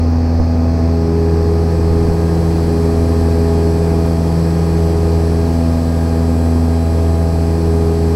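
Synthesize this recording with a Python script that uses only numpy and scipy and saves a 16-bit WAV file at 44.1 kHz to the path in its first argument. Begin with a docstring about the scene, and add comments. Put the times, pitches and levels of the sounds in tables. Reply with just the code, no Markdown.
"""Inside a light aircraft climbing at full power. From the start, a four-cylinder engine and two-blade
propeller drone in shaft orders over the roar of exhaust and slipstream and the hiss of a vent.
Over the first 2.5 s a wider, brighter layer fades in: cabin air, alternator whine and a thin electrical
tone. Meanwhile one low thump lands at 0.4 s and a flutter of six around 2 s. The bright layer then
holds, and the drone's orders keep swelling and sinking to the end."""
import sys
import numpy as np
from scipy import signal
from scipy.io import wavfile
from scipy.ndimage import uniform_filter1d

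SR = 44100
rng = np.random.default_rng(int(sys.argv[2]) if len(sys.argv) > 2 else 0)


def output_pcm(signal):
    """Save a mono or channel-first signal as 16-bit PCM at the path in sys.argv[1].

    Samples are clipped to [-1, 1] before scaling.
    """
    pcm = np.clip(np.atleast_2d(signal).T, -1, 1) * 32767
    wavfile.write(sys.argv[1], SR, np.round(pcm).astype(np.int16))


N = 359805


def engine():
    """Engine and propeller drone in orders of one shaft; also returns the running count of firings."""
    # climb power: (time [s], firing and blade rate [Hz])
    speed = [(0.0, 82.3), (1.0, 82.41), (2.0, 82.63), (2.6, 82.52), (4.0, 82.55), (4.5, 82.63),
             (6.5, 82.25), (7.0, 82.35), (8.15, 82.39)]
    # lead orders: (multiple of the firing rate)
    lead_orders = [2, 3, 5, 8]
    # they swell and sink in turn: (time [s], level of order 2 [dB], of 3 [dB], of 5 [dB], of 8 [dB])
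    swells = [(0, -29.5, -20, -40, -38), (.65, -27, -19, -35, -32), (.85, -23, -20, -28, -31.5),
              (1.15, -19.5, -24.5, -20, -38), (1.45, -22, -28, -20, -35.5), (1.75, -21, -31, -24, -36.5),
              (2.0, -21.5, -28, -21, -38), (2.35, -18, -33, -24, -37.5), (2.75, -19.5, -23, -20.5, -34.5),
              (3.25, -24, -20.5, -23.5, -32.5), (3.5, -21, -23, -19.5, -32), (3.9, -19, -26, -21.5, -32.5),
              (4.2, -19.5, -23, -28, -31.5), (4.4, -15.5, -27, -28, -35), (4.6, -18, -34, -25, -38),
              (5.0, -21, -29.5, -21.5, -34.5), (5.45, -21, -23, -23.5, -32.5), (5.62, -22, -18, -36, -31.5),
              (5.95, -22, -22, -35, -32.5), (6.2, -23, -19.5, -26, -32), (6.55, -24.5, -18.5, -30, -32.5),
              (7.0, -24, -24.5, -27, -31), (7.25, -22.5, -26, -29, -29.5), (7.6, -20.5, -24.5, -23, -36),
              (7.85, -22, -26, -19.5, -34), (8.16, -21, -24, -20, -38)]
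    # strong orders that ride those swells: (multiple, mean level [dB], share of 2, 3, 5, 8 [dB per dB])
    followers = [(1, -15, -0.43, -.05, .1, .12), (4, -30, 0.66, -.1, .35, -.1),
                 (6, -36, 0.4, .05, .05, -.1), (7, -41, 0.1, .3, -.3, .1), (10, -38.5, -0.1, .05, .1, .25)]
    # weak orders, the quarters from unequal cylinders: (multiple, level [dB])
    weak_orders = [(.5, -43), (.75, -56), (1.25, -38.5), (1.5, -38), (1.75, -34.5), (2.25, -40),
                   (2.75, -44), (3.25, -41.5), (3.5, -51), (4.5, -65), (4.75, -49), (5.5, -42.5),
                   (5.75, -51), (6.25, -43), (6.75, -59), (7.25, -48.5), (8.25, -51), (8.75, -48.5),
                   (9, -42.5), (9.25, -45), (9.5, -47), (9.75, -45), (11, -55.5), (12, -49.5), (13, -50.5),
                   (15, -47), (16, -63.5), (18, -63)]
    firings = np.cumsum(curves(speed)[0]) / SR
    lead_db = np.array(curves(swells))
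    swing_db = lead_db - lead_db.mean(axis=1, keepdims=True)
    levels = list(zip(lead_orders, lead_db))
    levels += [(k, db + np.dot(shares, swing_db)) for k, db, *shares in followers]
    strong = 0
    for k, db in levels:
        lag = .175 * (k - 1)  # cycles: each higher order reaches the ear a little later
        flip = (k > 4.5) / 2  # the cabin inverts the orders above the fourth
        strong += partial(k * firings - lag + flip, db, waver_db=.07 * k + .35, waver_hz=10, slip=.03 * k)
    weak = sum(partial(k * firings + rng.random(), db, 1.0, 5, 0.19) for k, db in weak_orders)
    return strong + weak, firings


def roar(firings):
    """Exhaust and slipstream rumble through the aircraft's skin, pulsing with each blade pass."""
    # dark noise colour: (frequency [Hz], relative level [dB])
    spectrum = [(12, -30), (28, -17), (42, -2.5), (62, -11), (95, -4), (130, -7.5), (260, -6.5), (400, -10),
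                (500, -9), (620, -23), (800, -18.5), (1100, -22), (1400, -29.5), (1800, -28), (3200, -53.5)]
    # slow level ride: (time [s], level [dB])
    ride = [(0, -24.5), (2, -22.5), (5, -23.5), (6.9, -25.5), (8.16, -24)]
    blade_pulse = 1 + 0.062 * np.cos(2 * np.pi * firings)
    return gain_of(curves(ride)[0]) * blade_pulse * noise(spectrum, patchy_db=0.54)


def vent():
    """A fresh-air vent hisses, with peaks near 2.5 and 4.4 kHz."""
    # hiss colour: (frequency [Hz], relative level [dB])
    spectrum = [(1900, -17), (2150, -9), (2480, -2.5), (2750, -12.5), (3200, -14.5), (3900, -12.5),
                (4400, -1), (5200, -3), (6300, -11.5), (7200, -22.5), (9500, -27), (11000, -46),
                (12500, -41), (15700, -56)]
    # slow level ride: (time [s], level [dB])
    ride = [(0, -42.5), (2.5, -42), (5, -41), (6.9, -44), (8.16, -42.5)]
    return gain_of(curves(ride)[0]) * noise(spectrum, patchy_db=0.69)


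def cabin(firings):
    """Mid and side of the layer that fades in: air hiss, alternator whine, electrical tone, stereo width."""
    # air hiss alike in both ears: (frequency [Hz], relative level [dB])
    air_mid = [(100, -5.5), (700, 3.5), (1500, -11.5), (3000, -15.5), (5000, -18.5), (7000, -18.5),
               (10000, -17), (13000, -22.5), (15700, -31)]
    # stereo hiss, with a deep gap from 4 to 5.5 kHz where the sound narrows to the centre:
    # (frequency [Hz], relative level [dB])
    stereo_hiss = [(15, -11.5), (80, -9), (180, 3.5), (380, -9.5), (750, 2), (1500, -6), (3200, -15.5),
                   (3750, -29), (4000, -67), (5450, -66), (5700, -22.5), (9950, -16.5), (14800, -23),
                   (15700, -29)]
    # alternator whine: (multiple of the ripple rate, level over the air fade [dB])
    whine_orders = [(2, -2), (3, -9.5), (4, -12), (5, -8), (9, -17), (10, -25), (11, -16), (12, -15.5),
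                    (13, -20), (14, -26), (15, -17), (16, -27), (17, -35), (18, -33), (19, -36)]
    # thin electrical tone: (frequency [Hz], level over the tone fade [dB])
    tone_partials = [(7812.5, 4.5), (15625, -25)]
    # drone that differs left to right: (multiple of the firing rate, level over the width fade [dB])
    side_orders = [(1, -24), (2.002, -13), (2.25, -4), (3, -8)]
    air_fade = fade(start_db=-80, full_db=-48.5, bend=1.4)
    width_fade = fade(start_db=-91, full_db=-48.5, bend=2.65)
    tone_fade = fade(start_db=-71, full_db=-55.5, bend=1.4)
    ripples = 9.819 * firings  # the pulley gears the alternator to the engine
    whine = sum(partial(k * ripples + rng.random(), db, 2.2, 7, 0.088 * k) for k, db in whine_orders)
    tone = sum(partial(hz * np.arange(N) / SR, db, 0.87, 9, .15) for hz, db in tone_partials)
    tone *= tone_fade
    mid = gain_of(12.5) * noise(air_mid, patchy_db=0.68) + whine
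    side = gain_of(8.0) * noise(stereo_hiss, patchy_db=1.5)
    side += sum(partial(k * firings, db, 0.92, 5, 0.55) for k, db in side_orders)
    return air_fade * mid + tone, width_fade * side + gain_of(-24) * tone


def thumps():
    """Sudden dips of pressure that swing back; the right side takes more, after a short snap."""
    # low thumps at the microphone: (time [s], dip [dB], excess on the right [dB], snap on the right [dB])
    hits = [(0.3982, -15.5, -5, -4), (1.787, -17, -28, -32), (1.847, -18, -19, -22), (1.907, -22, -10, -18),
            (1.967, -20, -18, -20), (2.029, -17, -23, -15), (2.087, -14, -16, -16)]
    t, out = np.arange(3000) / SR, np.zeros((2, N))
    dip = -(0.5 + np.cos(2 * np.pi * 38 * t)) * np.exp(-t / 0.023) * (1 - np.exp(-(t / 0.0018) ** 2))
    excess = -np.exp(-t / 0.012) * (1 - np.exp(-(t / 0.0014) ** 2))
    snap = np.exp(-((t - .0015) / 0.00036) ** 2)
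    for start_s, dip_db, excess_db, snap_db in hits:
        at = round(start_s * SR)
        out[:, at:at + len(t)] += gain_of(dip_db) * dip
        out[1, at:at + len(t)] += gain_of(excess_db) * excess + gain_of(snap_db) * snap
    return out


def partial(cycles, db, waver_db, waver_hz, slip):
    """A sine at an rms level of db; its level drifts by waver_db and its phase by slip radians."""
    amplitude = np.sqrt(2) * gain_of(db + waver_db * wander(waver_hz))
    return amplitude * np.cos(2 * np.pi * cycles + slip * wander(waver_hz))


def noise(spectrum, patchy_db):
    """Coloured noise of rms 1, with patches that drift louder and softer across time and frequency."""
    frames, hz = N // 512 + 5, np.fft.rfftfreq(2048, 1 / SR)
    real, imag, patches = rng.standard_normal((frames, len(hz), 3)).T
    patches = unit_rms(uniform_filter1d(uniform_filter1d(patches, size=20, axis=0), size=8, axis=1))
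    point_hz, point_db = np.transpose(spectrum)
    colour_db = np.interp(np.log(hz + 1), np.log(point_hz + 1), point_db)[:, None]
    bins = (real + 1j * imag) * gain_of(colour_db + patchy_db * patches)
    return unit_rms(signal.istft(bins, nperseg=2048, noverlap=1536)[1][:N])


def wander(rate_hz):
    """Slow random drift of rms 1."""
    return unit_rms(np.interp(np.arange(N) / SR * rate_hz, np.arange(400), rng.standard_normal(400)))


def fade(start_db, full_db, bend, fade_s=2.48):
    """Gain that swells and then holds; a bend over one makes it start slowly."""
    rise = np.minimum(np.arange(N) / SR / fade_s, 1) ** bend
    return gain_of(start_db) + (gain_of(full_db) - gain_of(start_db)) * rise


def curves(rows):
    """Each column after the time as a straight-line envelope, one value a sample."""
    times, *columns = np.transpose(rows)
    return [np.interp(np.arange(N) / SR, times, column) for column in columns]


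def gain_of(db):
    return 10 ** (np.asarray(db) / 20)


def unit_rms(x):
    return x / np.sqrt(np.mean(x ** 2) + 1e-20)


def scene():
    """Drone, roar and vent sit in the centre; the cabin layer opens up the stereo width."""
    drone, firings = engine()
    cabin_mid, side = cabin(firings)
    mid = drone + roar(firings) + vent() + cabin_mid
    return np.array([mid + side, mid - side]) + thumps()


def record(dry):
    """A steep low-pass trims the very top of the treble."""
    lowpass = signal.firwin(2047, cutoff=15730, window=("kaiser", 9), fs=SR)
    return signal.oaconvolve(dry, lowpass[None], "same")


dry = scene()
out = record(dry)
output_pcm(out)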